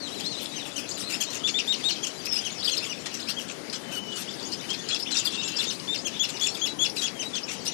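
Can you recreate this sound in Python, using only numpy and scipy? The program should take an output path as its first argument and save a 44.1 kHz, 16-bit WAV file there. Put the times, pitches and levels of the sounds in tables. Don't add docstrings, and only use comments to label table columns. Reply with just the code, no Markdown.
import sys
import numpy as np
from scipy import signal
from scipy.io import wavfile
from scipy.ndimage import uniform_filter1d

SR = 44100
rng = np.random.default_rng(int(sys.argv[2]) if len(sys.argv) > 2 else 0)


def decibels_to_gain(level_db):
    exponent = np.asarray(level_db, float) / 20
    return 10 ** exponent


def output_pcm(signal):
    pcm = np.clip(np.atleast_2d(signal).T, -1, 1) * 32767
    wavfile.write(sys.argv[1], SR, np.round(pcm).astype(np.int16))


N = 340893


def rms_one(x):
    return x / np.sqrt(np.mean(x ** 2) + 1e-20)


def drift(rate_hz, size):
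    r = np.exp(-2 * np.pi * rate_hz / SR)
    warm_up = 3000
    noise = rng.standard_normal(size + warm_up)
    return rms_one(signal.lfilter([1], [1, -2 * r, r * r], noise)[warm_up:])


def band(x, low_hz, high_hz):
    sections = signal.butter(2, [low_hz, min(high_hz, .45 * SR)], "band", fs=SR, output="sos")
    return signal.sosfilt(sections, x)


def add(out, start_s, x):
    at = max(round(start_s * SR), 0)
    out[at:at + len(x)] += x[:N - at]


def swell(size, rise_s, fall_s):
    t = np.arange(size) / SR
    ramp = np.minimum(t / rise_s, t[::-1] / fall_s)
    return np.sin(np.pi / 2 * np.clip(ramp, 0, 1)) ** 2


def sweep(hz):
    return 2 * np.pi * np.cumsum(hz) / SR


HISS_DB = -63.5


def hiss():
    white = rng.standard_normal(N)
    coloured = white + decibels_to_gain(3) * band(white, 6100, 18000) + decibels_to_gain(5) * band(white, 12, 70)
    return decibels_to_gain(HISS_DB - 2.5) * coloured


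# pitch_hz, level_db (per Hz)
TOWN_SPECTRUM = [(15, -58), (25, -24), (59, -19), (129, -2.5), (233, 3), (349, 1), (1380, -11.5),
                 (2170, -11), (3000, -16.5), (6050, -14), (7700, -22.5), (8810, -12), (13500, -38),
                 (15500, -34.5)]
RUMBLE_DB = -41.5


def rumble(patchy_db=1.75):
    out = 0
    edges_hz = 22 * 2 ** (np.arange(30) / 3)
    white = rng.standard_normal((2, N))
    hz, db = np.transpose(TOWN_SPECTRUM)
    for k, (low, high) in enumerate(zip(edges_hz, edges_hz[1:])):
        level_db = np.interp(np.log(low * high) / 2, np.log(hz), db)
        flicker = np.repeat(drift(300, size=N // 50 + 1), 50)[:N]
        out = out + decibels_to_gain(level_db + patchy_db * flicker) * band(white[k % 2], low, high)
    return decibels_to_gain(RUMBLE_DB + 5.5) * rms_one(out)


def hum():
    fade = np.clip(1 - (np.arange(N) / SR / 1.9) ** 2, 0, 1)
    phase = sweep(290 * (1 + .012 * drift(8, size=N)))
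    level = decibels_to_gain(-43.5 + 1.2 * drift(6, size=N))
    return level * fade * (np.sin(phase) + decibels_to_gain(-7) * np.sin(2 * phase))


ECHO_T60_S, ECHO_DB = 0.17, -10.5


def leaves(x):
    t = np.arange(round(.4 * SR)) / SR
    tail = band(rng.standard_normal(len(t)), 1200, 7560)
    tail = tail * decibels_to_gain(-60 * t / ECHO_T60_S) * np.clip(t / 0.0026, 0, 1)
    return signal.fftconvolve(x, tail / np.sqrt(np.sum(tail ** 2)))[:N]


# start_s, level_db
FAR_BIRDS = [
    (0.0, -45),
    (2.86, -41),
    (3.77, -52.5),
    (3.9, -49.5),
    (5.53, -38.5),
    (5.73, -50),
    (6.63, -39.5),
    (6.85, -64),
    (7.73, -39),
]


def twitter(count=1500):
    out = np.zeros(N)
    for when, pitch, bend, span, size_db in rng.random((count, 5)):
        u = np.linspace(0, 1, round((0.00626 + 0.0312 * span ** 2) * SR))
        glide = 1 + .8 * (bend - .5) * u - .18 * (2 * u - 1) ** 2
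        hz = 2800 * 2.6 ** pitch ** 1.2 * glide
        add(out, when * N / SR, decibels_to_gain(6.3 * size_db) * np.sin(np.pi * u) * np.sin(sweep(hz)))
    start_s, level_db = np.transpose(FAR_BIRDS)
    level_db = np.interp(np.arange(N) / SR, start_s, level_db)
    return decibels_to_gain(level_db + 4.5) * rms_one(out + 9.2 * leaves(out))


# start_s, level_db
WING_SNAPS = [
    (3.056, -26.5),
    (1.8, -36),
    (3.726, -33),
    (1.9, -36),
]


def snaps(length_s=.024):
    out = np.zeros(N)
    for start_s, level_db in WING_SNAPS:
        puff = band(rng.standard_normal(round(length_s * SR)), 800, 7100)
        puff = rms_one(band(puff, 700, 9500))
        add(out, start_s, decibels_to_gain(level_db) * swell(len(puff), 0.0033, 0.015) * puff)
    return out


# start_s, pitch_hz, level_db
LONG_WHISTLE = [
    (3.81, 3100, -56),
    (3.82, 3090, -48),
    (3.936, 3038, -39),
    (3.956, 2980, -37),
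    (3.99, 2940, -31),
    (4.002, 3090, -39),
    (4.038, 3002, -41),
    (4.158, 2934, -37),
    (4.195, 2950, -43),
]


def whistle():
    start_s, pitch_hz, level_db = np.transpose(LONG_WHISTLE)
    t, out = np.arange(start_s[0], start_s[-1], 1 / SR), np.zeros(N)
    phase = sweep(np.interp(t, start_s, pitch_hz) * (1 + .005 * drift(120, size=len(t))))
    level = decibels_to_gain(np.interp(t, start_s, level_db) + 5.5 + .8 * drift(60, size=len(t)))
    add(out, start_s[0], level * swell(len(t), .01, .008) * np.sin(phase))
    return out


# start_s, pitch_hz (middle), level_db
TICKS_UP = [(0.46, 3800, -30.5), (1.306, 5700, -32), (2.698, 4300, -27), (2.771, 4300, -28),
            (3.23, 4000, -35), (3.144, 5800, -28), (.21, 4700, -32), (3.312, 4570, -29), (4.429, 5500, -38),
            (4.521, 4700, -36), (3.7, 4800, -30), (5, 4500, -31.5), (4.89, 5100, -30.5), (4.947, 5000, -26),
            (5.11, 4530, -33), (5.115, 5800, -34), (5.172, 4700, -21.5), (5.357, 4100, -32.5),
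            (5.8, 4700, -31), (5.557, 4800, -36), (6.4, 5500, -31), (1.005, 5500, -32), (1.335, 6600, -37),
            (5.642, 5200, -27.5), (6.9, 5320, -28.5), (2.258, 5200, -31), (2.527, 6900, -38),
            (2.419, 6700, -39), (4.311, 5000, -37), (4.612, 5500, -38), (7.537, 6100, -35),
            (7.357, 4330, -29), (5.713, 4700, -34)]
# start_s, pitch_hz (middle), level_db
TICKS_DOWN = [(1.015, 5400, -33), (1.239, 6900, -30), (1.347, 6500, -34), (1.356, 6200, -31.5),
              (1.376, 6400, -36), (2.609, 6750, -41.5), (2.268, 5460, -31.5), (4.399, 4000, -32),
              (4.705, 5240, -30), (3.153, 5540, -31.5), (3.174, 5700, -40), (4.956, 4440, -37),
              (4.963, 3640, -32), (5.18, 5130, -30), (5.347, 3900, -31), (5.479, 5460, -37),
              (5.521, 6500, -37), (6.372, 4000, -34.5)]
UP_HZ_PER_MS, DOWN_HZ_PER_MS = 325, -310


def flicks(length_s=0.008):
    rows = [(s, hz, UP_HZ_PER_MS, db) for s, hz, db in TICKS_UP]
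    rows += [(s, hz, DOWN_HZ_PER_MS, db) for s, hz, db in TICKS_DOWN]
    out, t = np.zeros(N), np.arange(-length_s / 2, length_s / 2, 1 / SR)
    for start_s, pitch_hz, slope, level_db in rows:
        phase = 2 * np.pi * (pitch_hz * t + 500 * slope * t ** 2)
        tone = np.sin(phase) + decibels_to_gain(-17.0) * np.sin(2 * phase)
        level = decibels_to_gain(level_db + 7.0 + 2.5 * drift(400, size=len(t)))
        add(out, start_s - length_s / 2, level * np.hanning(len(t)) * tone)
    return out


SCOOP, SCOOP_S, SCOOP_RISE_S = .5, .0038, .012
SWELL_DB, SWELL_PEAK = 3.5, 0.29


def notes(rows, scooped, octave_db, third_db, waver, flutter_db, edge_s=0.0055, peak=SWELL_PEAK):
    out, wobble, breath = np.zeros(N), drift(250, size=N), drift(44, size=N)
    for start_s, length_s, start_hz, middle_hz, end_hz, level_db in rows:
        size = round((length_s + edge_s) * SR)
        u = np.linspace(-1, 1, size)
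        tilt = (end_hz - start_hz) / 2
        bow = (end_hz + start_hz) / 2 - middle_hz
        hz = middle_hz + tilt * u + bow * u ** 2
        rise_s = edge_s
        if scooped:
            rise_s = SCOOP_RISE_S
            hz = hz * (1 - SCOOP * np.exp(-np.arange(size) / SR / SCOOP_S))
        at = min(round(start_s * SR), N - size)
        phase = sweep(hz * (1 + waver * wobble[at:at + size]))
        overtones = decibels_to_gain(octave_db) * np.sin(2 * phase)
        overtones += decibels_to_gain(third_db) * np.sin(3 * phase) + decibels_to_gain(third_db - 2) * np.sin(4 * phase)
        tone = np.sin(phase) + overtones * (middle_hz < 4600)
        effort_db = flutter_db * breath[at:at + size] - SWELL_DB * (u - peak) ** 2
        envelope = decibels_to_gain(level_db + 7.0 + effort_db) * swell(size, rise_s, 0.41 * edge_s)
        add(out, start_s - rise_s / 2, envelope * tone)
    return out


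def shaped(rows, shape):
    return [(s, length, *(hz * np.array(shape)), db) for s, length, hz, db in rows]


def slid(rows):
    return [(s, length, start, (start + end) / 2, end, db) for s, length, start, end, db in rows]


# start_s, length_s, pitch_hz (top), level_db
THIN_ARCHES = [
    (1.881, 0.055, 4380, -34),
    (5.428, .07, 7400, -37),
    (5.252, 0.0094, 4900, -26),
    (5.334, 0.02, 3640, -34),
    (6.545, 0.0136, 3700, -35),
]
# start_s, length_s, pitch_hz (middle), level_db
THIN_HOOKS = [
    (.234, 0.056, 4110, -34),
    (4.275, 0.023, 3310, -38),
    (4.997, 0.0164, 5200, -34),
    (5.021, 0.0134, 5120, -31.5),
    (4.333, 0.013, 4850, -37.5),
    (4.524, 0.0208, 4940, -33),
    (4.585, 0.027, 3510, -45),
    (5.561, 0.0146, 5320, -29),
    (7.43, 0.0166, 5280, -34.5),
    (7.671, 0.0176, 5700, -27.5),
]
# start_s, length_s, start_hz, end_hz, level_db
FALLING_SLIDES = [(.001, .079, 4600, 3600, -37.5), (.14, .054, 4350, 3680, -44),
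                  (.173, .03, 7600, 6300, -48), (.288, 0.071, 4620, 3530, -35.5),
                  (.589, .043, 4100, 3390, -40), (.96, .035, 4270, 3600, -42),
                  (1.22, .035, 5560, 4080, -39), (1.931, 0.036, 4200, 3000, -42),
                  (2.28, 0.12, 5550, 4940, -30), (2.776, .016, 5600, 3980, -27),
                  (4.892, .025, 4350, 3860, -33), (5.117, 0.023, 4300, 3900, -29.5),
                  (5.268, 0.014, 3750, 3190, -25), (5.584, .025, 4350, 3810, -33),
                  (6.965, .007, 5600, 4300, -34), (6.971, 0.03, 4170, 3750, -29.5),
                  (7.15, .045, 3300, 3000, -46), (7.478, .018, 2900, 1700, -41),
                  (7.484, .014, 7000, 5200, -39), (6.434, 0.0085, 5000, 4220, -29)]
# start_s, length_s, start_hz, end_hz, level_db
STRAIGHT_STROKES = [(4.75, .11, 1820, 1800, -54), (1.263, .025, 3700, 3800, -41),
                    (1.485, .036, 6300, 7000, -37), (2.59, 0.0296, 4300, 4700, -40),
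                    (2.572, .042, 5300, 5200, -40), (2.678, .007, 2900, 3700, -25.5),
                    (4.782, .03, 3500, 3450, -40), (5.2, .45, 2750, 2700, -46), (6.135, 0.04, 3400, 3750, -40),
                    (6.487, 0.067, 3950, 4700, -41.5), (5.668, .04, 6750, 5900, -37),
                    (6.672, .062, 3850, 3950, -39.5), (7.333, .02, 3500, 3400, -30.5),
                    (7.222, 0.062, 3700, 3950, -39.5), (1.805, 0.081, 3900, 4400, -47),
                    (2.18, .035, 4900, 4500, -44), (2.4, .045, 3250, 3150, -47), (4.425, .02, 4400, 4800, -38),
                    (4.445, .012, 4800, 6600, -41), (4.457, 0.031, 6750, 6650, -41),
                    (7.508, .016, 2100, 2350, -40), (7.661, .012, 3700, 5100, -37.5),
                    (7.67, .016, 9200, 8800, -37), (2.5, 0.0097, 2700, 4700, -37),
                    (2.04, .012, 6500, 8000, -40), (6.482, .012, 5000, 5800, -30.5),
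                    (7.016, 0.011, 3500, 6400, -33),
                    (0.91, 0.016, 4000, 5600, -37), (0.941, .02, 6800, 7140, -39),
                    (1.018, 0.033, 3500, 4180, -39), (1.052, 0.038, 4250, 4170, -40),
                    (1.285, 0.04, 3900, 4400, -42.5), (.068, 0.019, 3500, 3000, -40.5),
                    (.2, .018, 3300, 3100, -41), (0.419, .012, 3900, 3200, -37),
                    (0.617, .012, 3800, 3300, -40), (2.627, .017, 2950, 5520, -32.5),
                    (2.645, 0.0173, 5500, 4100, -26), (2.645, .015, 3500, 4130, -33),
                    (2.673, .006, 4000, 2870, -30), (2.683, 0.0042, 3700, 2610, -32),
                    (2.66, 0.031, 4740, 4700, -35), (2.71, 0.033, 4300, 4130, -34),
                    (3.101, .06, 3050, 2700, -48), (3.196, .008, 3200, 4800, -37),
                    (3.202, .006, 4800, 5250, -38), (4.113, 0.019, 2900, 3580, -40),
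                    (4.171, 0.031, 1250, 1700, -46), (5.059, .018, 2120, 3610, -37),
                    (5.074, 0.011, 3690, 3300, -37), (5.088, 0.01, 2780, 3210, -39),
                    (5.476, 0.011, 3170, 5400, -33), (5.52, .03, 1970, 3190, -48),
                    (5.568, .01, 4530, 4950, -33), (5.646, 0.011, 5500, 2990, -35),
                    (5.699, .015, 3290, 5480, -34), (5.745, .015, 3570, 5070, -40),
                    (5.982, .015, 4150, 5400, -33), (6.152, .02, 1900, 3600, -40)]
# start_s, length_s, pitch_hz (top), level_db
FALLING_ARCHES = [
    (3.367, .032, 3350, -31),
    (3.918, 0.052, 1610, -44.5),
]
PEEP_SHAPE, HOOK_SHAPE, DROOP_SHAPE = (0.78, 1.001, 0.79), (.78, 1.001, 1.06), (.88, .98, .8)


def thin_calls():
    rows = shaped(THIN_ARCHES, PEEP_SHAPE) + shaped(THIN_HOOKS, HOOK_SHAPE)
    rows += slid(FALLING_SLIDES + STRAIGHT_STROKES) + shaped(FALLING_ARCHES, DROOP_SHAPE)
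    return notes(rows, False, octave_db=-19, third_db=-38, waver=.013, flutter_db=1.8)


# start_s, length_s, pitch_hz (top), level_db
REEDY_ARCHES = [(.557, 0.036, 3180, -38), (.759, 0.036, 3114, -33.5), (1.206, 0.025, 3370, -29),
                (2.029, 0.026, 3365, -31.5), (2.447, 0.036, 3290, -33.5), (2.711, 0.034, 3350, -32),
                (2.822, 0.034, 2756, -37.5), (2.893, 0.042, 3000, -35.5), (3.726, .018, 3080, -50),
                (6.048, 0.039, 3310, -33.5), (7.194, .04, 3135, -33.5), (7.352, 0.038, 3230, -35),
                (6.342, .04, 2980, -41.5)]
# start_s, length_s, pitch_hz (middle), level_db
REEDY_CLIMBS = [
    (1.124, 0.029, 2615, -34),
    (2.36, 0.03, 2820, -36),
    (3.27, .038, 2730, -38),
]
ARCH_SHAPE = (.94, 0.99, .73)


def reedy_chirps():
    arches = shaped(REEDY_ARCHES, ARCH_SHAPE)
    climbs = shaped(REEDY_CLIMBS, HOOK_SHAPE)
    out = notes(arches, True, octave_db=-1, third_db=-22, waver=.007, flutter_db=1.5)
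    return out + notes(climbs, False, octave_db=2, third_db=-19, waver=.012, flutter_db=3)


# start_s, length_s, pitch_hz, level_db
PURE_WHISTLES = [(.111, 0.029, 3870, -40.5), (.361, 0.029, 3980, -37.5), (.511, .034, 3795, -39.5),
                 (1.437, 0.037, 3465, -24.5), (1.541, 0.044, 3566, -24.5), (1.675, .049, 3666, -24),
                 (1.839, 0.05, 3700, -24), (4.69, 0.039, 3190, -31.5), (4.908, 0.037, 3350, -28.5),
                 (5.141, .052, 3640, -31), (5.877, .064, 3582, -27.5), (5.374, 0.04, 3720, -32),
                 (5.586, .025, 3503, -28.5), (5.663, 0.037, 3630, -30)]
# start_s, length_s, pitch_hz, level_db
BRIGHT_WHISTLES = [
    (6.193, 0.038, 3400, -25.5),
    (6.407, 0.055, 3410, -27),
    (6.614, 0.042, 3330, -25),
    (6.79, .056, 3367, -24.5),
    (7.018, 0.046, 3330, -28.5),
]
HELD_SHAPE, HELD_PEAK = (1, 1.001, 1.025), 0.51


def held_whistles():
    pure, bright = shaped(PURE_WHISTLES, HELD_SHAPE), shaped(BRIGHT_WHISTLES, HELD_SHAPE)
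    out = notes(pure, True, octave_db=-16, third_db=-38, waver=.006, flutter_db=.9, peak=HELD_PEAK)
    return out + notes(bright, True, octave_db=-7, third_db=-30, waver=.007, flutter_db=.9, peak=HELD_PEAK)


def endings():
    return [(s + length, hz, db) for s, length, hz, db in PURE_WHISTLES + BRIGHT_WHISTLES]


THROAT_HZ, THROAT_OCTAVES = 4700, 0.5


def throat(hz):
    return np.exp(-(np.log2(hz / THROAT_HZ) / THROAT_OCTAVES) ** 2)


SHAKE_DB = 6


def twists(length_s=0.033, sink=16, swing=.12, rate_hz=56):
    rows = endings()
    out, t = np.zeros(N), np.arange(0, length_s, 1 / SR)
    for (start_s, hz, level_db), (rate, depth) in zip(rows, rng.uniform(.88, 1.12, (len(rows), 2))):
        shake = swing * depth * np.cos(2 * np.pi * rate_hz * rate * t)
        pitch = hz * np.exp(-sink * t + shake + 0.011 * drift(220, size=len(t)))
        phase = sweep(pitch)
        tone = throat(pitch) ** 0.33 * np.sin(phase)
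        tone += decibels_to_gain(-10.5 + 13 * t / length_s) * throat(2 * pitch) ** 1.36 * np.sin(2 * phase)
        level = decibels_to_gain(level_db + SHAKE_DB + 2.2 * drift(170, size=len(t)))
        add(out, start_s - .002, level * swell(len(t), 0.00078, 0.013) * tone)
    return out


# start_s, length_s, level_db
SIZZLING_RASPS = [(.408, 0.074, -30.5), (.65, 0.047, -29), (.761, 0.058, -26), (.883, 0.065, -32),
                  (.973, 0.073, -24.5), (1.203, 0.043, -21.5), (1.298, 0.037, -32), (1.663, 0.041, -31),
                  (1.834, 0.046, -28.5), (2.039, 0.023, -24), (2.25, 0.039, -28.5), (2.318, 0.078, -25.5),
                  (2.458, 0.058, -37), (2.639, 0.081, -25.5), (2.761, 0.027, -29), (3.186, 0.061, -36),
                  (3.384, 0.06, -31.5), (3.912, 0.086, -28.5), (4.155, 0.083, -25), (4.987, 0.048, -30),
                  (5.244, 0.047, -20.5), (5.469, 0.041, -31), (5.72, 0.031, -27), (6.541, 0.052, -31),
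                  (6.957, .053, -24.5), (7.504, 0.051, -26.5), (7.647, 0.049, -24.5)]
# start_s, length_s, level_db
PLAIN_RASPS = [(2.66, 0.047, -31), (2.74, 0.057, -28), (5.15, 0.056, -27), (5.6, 0.047, -27.5),
               (6.288, 0.023, -18.5), (.197, 0.021, -22.5), (.229, 0.063, -32), (1.09, 0.083, -21),
               (1.325, 0.058, -22.5), (2.069, 0.015, -17), (2.816, 0.076, -28), (3.136, 0.03, -27),
               (3.285, 0.039, -18.5), (4.517, 0.037, -25.5), (6.068, 0.022, -21), (6.404, 0.073, -23),
               (6.803, 0.047, -23), (7.008, 0.055, -21.5), (7.215, 0.05, -27.5)]
# start_s, length_s, level_db
MUFFLED_RASPS = [(2.715, 0.045, -29), (3.478, 0.049, -26), (3.725, 0.047, -21), (4.105, 0.064, -38.5),
                 (4.3, 0.028, -29), (4.4, 0.039, -35), (4.687, 0.036, -25.5), (4.787, 0.031, -32.5),
                 (4.881, 0.07, -20), (5.108, 0.027, -17.5), (5.133, 0.066, -20), (5.313, 0.079, -26.5),
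                 (5.43, 0.03, -34), (5.562, 0.057, -22), (5.63, 0.049, -23), (5.976, 0.016, -23),
                 (.085, 0.037, -35.5), (7.34, 0.051, -23.5), (7.48, 0.038, -25.5)]
SHARP_DB, USUAL_DB, DULL_DB = -5, -9.5, -48
END_RASP_S, END_RASP_DB = 0.026, 3


def rasps(pulse_hz=950, jitter=.3, air=1.0, throat_hz=4300):
    kinds = [(SIZZLING_RASPS, SHARP_DB), (PLAIN_RASPS, USUAL_DB), (MUFFLED_RASPS, DULL_DB)]
    calls = [(*row, sizzle_db) for rows, sizzle_db in kinds for row in rows]
    calls += [(s, END_RASP_S, db + END_RASP_DB, USUAL_DB) for s, hz, db in endings()]
    out = np.zeros(N)
    rate = pulse_hz * np.exp(jitter * drift(300, size=N) + .25 * drift(12, size=N))
    cycles = np.cumsum(rate) / SR
    slaps = np.diff(np.floor(cycles), prepend=0) * decibels_to_gain(2.1 * rng.standard_normal(N))
    source = rms_one(slaps) + air * rng.standard_normal(N) * decibels_to_gain(0.46 * drift(220, size=N))
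    edges = throat_hz * 2 ** np.linspace(-.8, .8, 8)
    hoarse = rms_one(sum(decibels_to_gain(4.5 * drift(25, size=N)) * band(source, *pair) for pair in zip(edges, edges[1:])))
    hoarse = rms_one(hoarse * decibels_to_gain(3.5 * drift(180, size=N)))
    hoarse += decibels_to_gain(-12.0) * rms_one(band(source, 1240, 2220))
    lurch = np.tanh(rms_one(band(drift(60, size=N), 20, 90)))
    phase = sweep(3600 * np.exp(.3 * lurch))
    warble = np.sin(phase) + decibels_to_gain(-15) * np.sin(2 * phase)
    warble = rms_one(warble * decibels_to_gain(4 * drift(60, size=N)))
    top = decibels_to_gain(-8.0 + 4.6 * drift(30, size=N)) * band(source, 9900, 12700)
    sizzle = rms_one(band(source, 8260, 9830) + top)
    for start_s, length_s, level_db, sizzle_db in calls:
        part = slice(round(start_s * SR), round((start_s + length_s + 0.016) * SR))
        call = hoarse[part] + decibels_to_gain(-9) * warble[part] + decibels_to_gain(sizzle_db) * sizzle[part]
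        envelope = swell(len(call), 0.0059 + 0.16 * length_s, 0.038)
        add(out, start_s - .004, decibels_to_gain(level_db - 8.0) * envelope * call)
    return out


def scene():
    near = thin_calls() + held_whistles() + reedy_chirps()
    near += rasps() + flicks() + twists() + snaps() + whistle()
    left = near + decibels_to_gain(ECHO_DB) * leaves(near) + twitter() + rumble() + hum()
    return np.array([left, hiss()])


# pitch_hz, level_db (against its usual level)
SILENCE_LIMIT = [
    (2500, -22),
    (6500, -12),
    (9600, -3),
    (11000, 1),
    (14000, 2),
    (15600, 5),
]


def starved(x, size=1024):
    lead = size - 194
    k, n = np.arange(size)[:, None] + .5, np.arange(2 * size) + .5
    window = np.sin(np.pi * n / 2 / size)
    basis = np.sqrt(2 / size) * window * np.cos(np.pi / size * (n + size / 2) * k)
    count = N // size + 3
    padded = np.pad(x, (lead, count * size - lead - N)).reshape(count, size)
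    lines = np.hstack([padded[:-1], padded[1:]]) @ basis.T
    lines = lines.reshape(count - 1, 64, 16)
    level_db = 10 * np.log10(np.mean(lines ** 2, axis=2) + 1e-20)
    loudness_db = level_db[:, 5:16].max(axis=1, keepdims=True)
    luck = uniform_filter1d(rng.standard_normal(level_db.shape), size=3, axis=0)
    hz = (np.arange(64) + .5) * SR / 128
    limit_db = np.interp(hz, *np.transpose(SILENCE_LIMIT)) + np.median(level_db, axis=0)
    limit_db = limit_db + .3 * (loudness_db - loudness_db.mean())
    kept = level_db + 9 * luck > limit_db
    frames = (lines * kept[:, :, None]).reshape(count - 1, size) @ basis
    halves = np.pad(frames[:, :size], ((0, 1), (0, 0))) + np.pad(frames[:, size:], ((1, 0), (0, 0)))
    return halves.ravel()[lead:lead + N]


def roll_off(x):
    return signal.sosfilt(signal.butter(12, 15740, fs=SR, output="sos"), x)


def record(dry):
    rounded = np.tanh(2 * dry[0]) / 2
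    mix = np.array([starved(rounded), dry[1]])
    mix = signal.sosfilt(signal.cheby2(16, 70, 16000, fs=SR, output="sos"), mix)
    return roll_off(mix)


dry = scene()
out = record(dry)
output_pcm(out)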